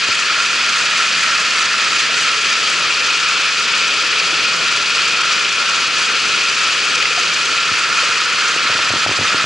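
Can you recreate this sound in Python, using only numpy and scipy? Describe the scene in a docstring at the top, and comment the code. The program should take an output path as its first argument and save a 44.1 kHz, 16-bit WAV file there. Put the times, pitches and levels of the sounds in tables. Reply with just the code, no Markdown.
"""Open sea, heard from a small cased camera near the bow of a cruising longtail boat, held over its side.
The bow wave rushes and fizzes: bubble bursts over noise, coloured by the case; filtered noise is the wash.
The engine drones from the stern as sine harmonics of its firing rate, with puffs of noise as clatter.
Big bubbles plop as short rising sines and drops tap the case as noise bursts. Wind buffets the microphone
once at the start and repeatedly near the end, each eddy a flap of noise and a low thump."""
import sys
import numpy as np
from scipy import signal
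from scipy.fft import rfft, irfft
from scipy.io import wavfile
from scipy.ndimage import uniform_filter1d

SR = 44100
rng = np.random.default_rng(int(sys.argv[2]) if len(sys.argv) > 2 else 0)


def materialize(psi):
    """Save the field psi as 16-bit PCM at rate SR to the path in sys.argv[1].

    A 1-D psi becomes a single channel; in a 2-D psi each row is a channel.
    """
    bounded = np.clip(np.atleast_2d(psi).T, -1, 1)
    quanta = np.round(bounded * 32767).astype(np.int16)
    wavfile.write(sys.argv[1], SR, quanta)


N = 416744
TIME = np.arange(N) / SR
FREQS = np.fft.rfftfreq(4096, 1 / SR)  # grid on which filters are drawn


def undb(db):
    """Level law: decibels to amplitude gain."""
    return 10 ** (np.asarray(db) / 20)


def unit(x):
    """Normalisation: scale to rms 1."""
    return x / np.sqrt(np.mean(x ** 2))


def curves(table):
    """Linear interpolation: draw each column of a timed table out to every sample."""
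    start_s, *columns = np.transpose(table)
    return [np.interp(TIME, start_s, column) for column in columns]


def spectrum(points):
    """Logarithmic frequency scale: join (frequency, value) points along it."""
    hz, value = np.transpose(points)
    return np.interp(np.log(FREQS + 1), np.log(hz), value)


def colour(x, db):
    """Minimum-phase filtering: fold the cepstrum to get a causal response with db at each of FREQS."""
    cepstrum = irfft(db * np.log(10) / 20)
    half = len(cepstrum) // 2
    cepstrum[1:half] *= 2
    cepstrum[half + 1:] = 0
    response = irfft(np.exp(rfft(cepstrum)))[:half]
    return signal.oaconvolve(np.atleast_2d(x), response[None], axes=1)[:, :N]


def butter(x, hz, kind, order=2):
    """Butterworth filtering: a maximally flat low-, high- or band-pass."""
    sections = signal.butter(order, hz, kind, fs=SR, output="sos")
    return signal.sosfilt(sections, x)


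def walk(rate):
    """Band-limited chance: random knots, rate per second, joined by lines and scaled to rms 1."""
    knots = rng.standard_normal(4096)
    return unit(np.interp(TIME * rate, np.arange(len(knots)), knots))


def flicker(rate):
    """Fast modulation: chance less its running mean, so it never stays high or low for long."""
    quick = walk(rate)
    return unit(quick - uniform_filter1d(quick, int(4 * SR / rate)))


def bursts(per_s, scatter_db):
    """Poisson impulses: bursting bubbles as clicks of either sign, many small and a few large."""
    happens = rng.random((2, N)) < per_s / SR
    size_db = scatter_db * np.minimum(rng.exponential(size=(2, N)), 3)
    sign = rng.choice([-1, 1], (2, N))
    return unit(happens * undb(size_db) * sign)


def place(table, voice, seconds=0.084):
    """Superposition: add voice(t, other columns) at each row's time, scaled to its peak level."""
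    t = np.arange(int(seconds * SR)) / SR
    out = np.zeros(N + len(t))
    for start_s, peak_db, *rest in table:
        sound = voice(t, *rest)
        start = min(int(start_s * SR), N)
        out[start:start + len(t)] += undb(peak_db) * sound / np.abs(sound).max()
    return out[:N]


# How alike a wide water source is at the two ports: frequency [Hz], likeness [0-1]
PORT_LIKENESS = [(100, 0.87), (500, 0.95), (790, 0.75), (1150, 0.92), (1500, 0.97), (2300, .88),
                 (3200, 0.92), (4700, .96), (6800, 0.81), (8600, .78), (9500, 0.95)]


def spread(pair):
    """Partial coherence: two unrelated noises become sum and difference signals of a wide source."""
    alike = np.clip(spectrum(PORT_LIKENESS), 0, .995)
    mid = colour(pair[0], 10 * np.log10((1 + alike) / 2))
    side = colour(pair[1], 10 * np.log10((1 - alike) / 2))
    return np.vstack([mid + side, mid - side])


# Air resonances and notches of the camera case: frequency [Hz], width [Hz], height [dB]
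CASE_RESONANCES = [(1286, 175, 6.5), (1380.5, 135, 8), (1740, 240, 3.5), (2040, 160, -1), (2492, 330, 7),
                   (3290, 290, 1.6), (4636, 1200, 5), (5500, 180, -2.5), (9100, 740, -10)]


def case(x):
    """Cavity resonance: the air in the case strengthens some pitches and weakens others."""
    response_db = 0
    for hz, width_hz, height_db in CASE_RESONANCES:
        response_db = response_db + height_db / (1 + (2 * (FREQS - hz) / width_hz) ** 2)
    return colour(x, response_db)


# Slow course of the bow wave, before the quick surges:
# start_s [s], level_db [dB], churn_db below 1.6 kHz [relative dB], spray_db above 6 kHz [relative dB]
BOW_WAVE_COURSE = [(0, -15, -1.5, -0.3), (0.4, -16, 0.9, 0.6), (1.0, -15, -0.5, 1), (1.65, -15.5, 0.5, 1),
                   (2.3, -15, -1.5, 0.7), (3.2, -15, -0.0, -1), (4.0, -15, -1.5, -0.9),
                   (5.2, -15, -0.4, -0.8), (5.8, -15.5, 0.5, -0.8), (6.3, -15, -0.9, 0.3),
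                   (7.1, -15.5, -0.5, -0.0), (8.05, -16, 1.9, 0.5), (8.7, -15.5, 1.5, -0.3),
                   (9.45, -16, 2, 0.5)]
# Spectral density of breaking foam, before the case: frequency [Hz], density [relative dB per Hz]
FOAM_SPECTRUM = [(400, -31.5), (800, -15), (1100, -5), (1400, -3.5), (2000, -2), (2900, 0.5), (3800, -4),
                 (6100, -6.5), (7200, -10.5), (8200, -15.5), (9200, -18.5), (11000, -29.5)]
# Where the camera points: start_s [s], forward [0 = out over the wake, 1 = along the hull]
CAMERA_HEADING = [(0, 0.48), (1.0, 0.11), (2.1, 0.16), (2.8, 0.93), (7.2, 0.94), (7.9, 0.22), (8.4, .4),
                  (9.45, 0.019)]


def bow_wave(fizz_db=-4, droplet_db=-10, tumble_db=0.18, patchy_db=0.66, flutter_db=1., clump_db=4.2,
             chop_per_s=10, surge_db=.35, churn_surge_db=.6, spray_surge_db=.7,
             pan_db=1.0, far_foam_db=3.5, near_water_db=0.5):
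    """Bubble noise: dense bursts over a hiss, modulated band by band as small waves meet the bow."""
    level_db, churn_db, spray_db = curves(BOW_WAVE_COURSE)
    level_db = level_db + surge_db * flicker(chop_per_s)
    churn_db = churn_db + churn_surge_db * flicker(chop_per_s)
    spray_db = spray_db + spray_surge_db * flicker(chop_per_s)
    forward, = curves(CAMERA_HEADING)
    turn = forward - forward.mean()
    foam = rng.standard_normal((2, N)) + undb(fizz_db) * bursts(per_s=6000, scatter_db=4)
    # thrown water lands in clumps of droplets
    clumps = undb(droplet_db + clump_db * flicker(110))
    droplets = clumps * bursts(per_s=1700, scatter_db=5.0)
    foam_bins, droplet_bins = rfft(foam), rfft(droplets)
    tumble, flutter = flicker(55), flicker(85)
    edges_hz = [300, 1100, 1600, 2200, 3000, 4200, 6000, 8000, 12000]
    hz = np.fft.rfftfreq(N, 1 / SR)
    out = 0
    for lo, hi in zip(edges_hz, edges_hz[1:]):
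        # large bubbles follow the churn; the finest, and the falling droplets, follow the spray
        large = np.interp(lo, [1100, 1600], [1, 0])
        fine = np.interp(lo, [2200, 6000], [0, 1])
        # pointing forward fades the far foam and brightens the water at the planks
        far = np.interp(lo, [1100, 1600, 2200], [0, 1, 0])
        near = np.interp(lo, [1600, 2200, 3000], [0, 1, 0])
        db = large * churn_db + fine ** 2 * spray_db
        db = db + turn * (near * near_water_db - far * far_foam_db)
        db = db + tumble_db * tumble + fine * flutter_db * flutter
        db = db + patchy_db * flicker(55)  # each band has its own patches
        band = (hz >= lo) & (hz < hi)
        out = out + irfft((foam_bins + fine * droplet_bins) * band, N) * undb(db)
    rush = unit(case(colour(spread(out), spectrum(FOAM_SPECTRUM))))
    left_db = pan_db * forward / 2  # pointing forward moves the wave to the left
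    return rush * undb(level_db + np.array([left_db, -left_db]))


# Exhaust firing: start_s [s], firing rate before wobble [Hz]
FIRING_RATE = [(0, 79.5), (1, 78.8), (1.9, 78.5), (2.3, 78.8), (2.65, 78.7), (3.5, 80.4), (4.45, 81.5),
               (4.95, 80.7), (6.15, 81.1), (7, 80.2), (8.4, 80.8), (9.45, 80.8)]
# Exhaust harmonics, rms before unevenness: multiple of the firing rate,
# inboard_db with the camera inboard [dB], outboard_db with it over the side [dB]
EXHAUST_LINES = [(1, -57, -54.5), (1.5, -65, -62), (2, -52, -50.5), (2.5, -60, -60), (3, -50, -57),
                 (4, -60, -61), (5, -60, -59), (6, -55, -52), (7, -57, -57), (8, -52, -59), (9, -55, -62)]


def engine(wobble=0.0019, uneven_db=0.5, clatter_db=-49, puff_cycles=0.25):
    """Harmonic series: exhaust lines on an unsteady firing rate, with a noisy puff at each firing."""
    rate_hz, = curves(FIRING_RATE)
    cycles = np.cumsum(rate_hz * (1 + wobble * walk(14))) / SR
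    overboard = np.interp(TIME, [1.8, 3.6], [0, 1])  # the camera moves out over the side
    drone = 0
    for multiple, inboard_db, outboard_db in EXHAUST_LINES:
        db = inboard_db + overboard * (outboard_db - inboard_db) + uneven_db * walk(6.5)
        line = np.sin(2 * np.pi * (multiple * cycles + rng.random()))
        drone = drone + np.sqrt(2) * undb(db) * line
    puffs = np.exp(-(cycles % 1) / puff_cycles) * rng.standard_normal(N)
    clatter = unit(butter(puffs, [200, 900], "bandpass"))
    return drone + undb(clatter_db) * clatter


# Water shouldered aside by the hull, before the gains in wash():
# start_s [s], slosh_db [relative dB], gurgle_db [relative dB]
WASH_COURSE = [(0, -43, -43), (.7, -39, -44), (1.3, -40, -51), (2, -40, -38), (3.7, -40.5, -39.5),
               (4.3, -38.5, -36), (5, -39.5, -40), (7.5, -40, -38), (8.4, -40.5, -38), (9.45, -36, -45)]
# Spectral density of the slosh: frequency [Hz], density [relative dB per Hz]
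SLOSH_SPECTRUM = [(25, 1), (60, 3.5), (95, -8.5), (140, -1), (300, 0.5), (450, 1.5), (620, 3.5),
                  (800, -2.5), (1200, -4.5), (2500, -31.5)]
# Spectral density of the hollow gurgle: frequency [Hz], density [relative dB per Hz]
GURGLE_SPECTRUM = [(150, -29), (290, -8.5), (370, -1), (470, 1.5), (570, -6.5), (800, -31.5)]


def wash(slosh_gain_db=3, gurgle_gain_db=-1, glug_db=-4, heave_db=1.3):
    """Shaped noise: water sloshes along the planks and gurgles in the hollow under the bow wave."""
    slosh_db, gurgle_db = curves(WASH_COURSE)
    layers = [(SLOSH_SPECTRUM, slosh_db + slosh_gain_db), (GURGLE_SPECTRUM, gurgle_db + gurgle_gain_db)]
    out = 0
    for shape, db in layers:
        water = rng.standard_normal((2, N)) + undb(glug_db) * bursts(per_s=500, scatter_db=3.0)
        coloured = unit(colour(spread(water), spectrum(shape)))
        out = out + coloured * undb(db + heave_db * walk(22))
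    return out


# Wind eddies hitting the microphone, before the gains in wind():
# start_s [s], flap peak [relative dB], thump peak [relative dB]
WIND_EDDIES = [(0.087, -19.5, -37), (7.714, -29, -30), (8.089, -24, -39), (8.561, -22, -46),
               (8.651, -26.5, -38), (8.697, -22, -34), (8.75, -20, -32), (8.79, -20.5, -37),
               (8.903, -20, -30), (8.936, -17, -28), (8.958, -16, -31), (9.062, -12, -26.5),
               (9.091, -18.5, -24), (9.111, -20, -34), (9.188, -21, -26), (9.21, -18.5, -31),
               (9.227, -29, -29.5), (9.343, -16, -33), (9.44, -20, -30)]


def wind(flap_gain_db=5.0, thump_gain_db=7.0):
    """Turbulent pressure: each eddy gives a flap and a thump."""
    flaps = place([(start_s, flap_db) for start_s, flap_db, _ in WIND_EDDIES], flap)
    thumps = place([(start_s, thump_db) for start_s, _, thump_db in WIND_EDDIES], thump)
    return undb(flap_gain_db) * flaps + undb(thump_gain_db) * thumps


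def flap(t, swell_s=0.0011, lo_hz=260, hi_hz=950):
    """Transient turbulence: an eddy flaps across the port for a few milliseconds."""
    swell = t * np.exp(-t / swell_s)
    return butter(rng.standard_normal(len(t)) * swell, [lo_hz, hi_hz], "bandpass")


def thump(t, fade_s=0.011, start_hz=135, sag_per_s=12, ragged=0.83):
    """Damped rebound: the eddy's suction springs back in a ragged low thump that sags in pitch."""
    rebound = -np.sin(2 * np.pi * start_hz * t / (1 + sag_per_s * t))
    swirl = unit(butter(rng.standard_normal(len(t)), [80, 300], "bandpass"))
    return np.exp(-t / fade_s) * (rebound + ragged * swirl)


# Big bubbles beside the hull: start_s [s], level_db at the peak [dB], pitch_hz at the onset [Hz]
BIG_BUBBLES = [(2.093, -26, 630), (4.327, -24, 335), (6.968, -30, 490), (7.106, -29, 490),
               (7.175, -19.5, 705), (8.031, -25, 570)]


def plops():
    """Bubble resonance: each big bubble sounds at its own pitch."""
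    return place(BIG_BUBBLES, plop)


def plop(t, pitch_hz, swell_s=0.0045, glide_per_s=.6):
    """Damped oscillation: a bubble swells, rings and rises a little in pitch."""
    swell = t * np.exp(-t / swell_s)
    return swell * np.sin(2 * np.pi * pitch_hz * t * (1 + glide_per_s * t))


# Drops tapping the case: start_s [s], level_db at the peak [dB]
CASE_DROPS = [(1.262, -5), (1.277, -10), (1.291, -23), (7.026, -6), (7.055, -3), (8.285, -17)]


def drops():
    """Local impact: each port hears a drop in its own way, so each gets its own noise."""
    return np.array([place(CASE_DROPS, tap) for _ in range(2)])


def tap(t, fade_s=.002, lo_hz=1900, hi_hz=2900):
    """Impact noise: a drop splats on the case in a fast-fading burst."""
    return butter(rng.standard_normal(len(t)) * np.exp(-t / fade_s), [lo_hz, hi_hz], "bandpass")


def scene(choke_db=-18):
    """Superposition of sources: sea all around, engine astern, wind and drops on the camera itself."""
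    gusts = wind()
    centre = engine() + plops() + gusts
    # the hardest eddies choke the port, so the rush dips for a moment
    pressure = uniform_filter1d(gusts ** 2, size=660) / undb(choke_db) ** 2  # 15 ms mean
    return bow_wave() / (1 + pressure) + wash() + centre + drops()


# The camera's wind filter: frequency [Hz], gain [dB]
BASS_CUT = [(25, -21), (62, -16), (80, -3), (110, 0)]
# Balance of the two microphone ports: frequency [Hz], left minus right [dB]
LEFT_OVER_RIGHT = [(100, 1.5), (500, 2), (650, -0.7), (850, 3), (1300, -1.7), (1800, -0.5), (2500, 1),
                   (4500, -0.5), (6000, 0.1), (7500, 2), (9500, -0.5)]
# Phase between the two microphone ports: frequency [Hz], lead of the left [rad]
LEFT_LEAD = [(100, -0.32), (1150, -0.32), (1600, -0.14), (3500, -0.16), (6200, -0.32), (9300, -.05)]


def record(dry):
    """Transducer response: bass cut, unequal ports, rounded peaks and a steep treble limit."""
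    cut = colour(dry, spectrum(BASS_CUT))
    # log gain and phase between the ports, half to each side
    tilt = spectrum(LEFT_OVER_RIGHT) * np.log(10) / 20 + 1j * spectrum(LEFT_LEAD)
    tilt = np.interp(np.fft.rfftfreq(N, 1 / SR), FREQS, tilt)
    ports = irfft(rfft(cut) * np.exp(np.array([tilt, -tilt]) / 2), N)
    rounded = ports / (1 + (ports / .8) ** 8) ** (1 / 8)
    top_hz = 11100
    treble_limit = signal.ellip(12, .1, 80, top_hz, fs=SR, output="sos")
    return signal.sosfilt(treble_limit, rounded)


dry = scene()
out = record(dry)
materialize(out)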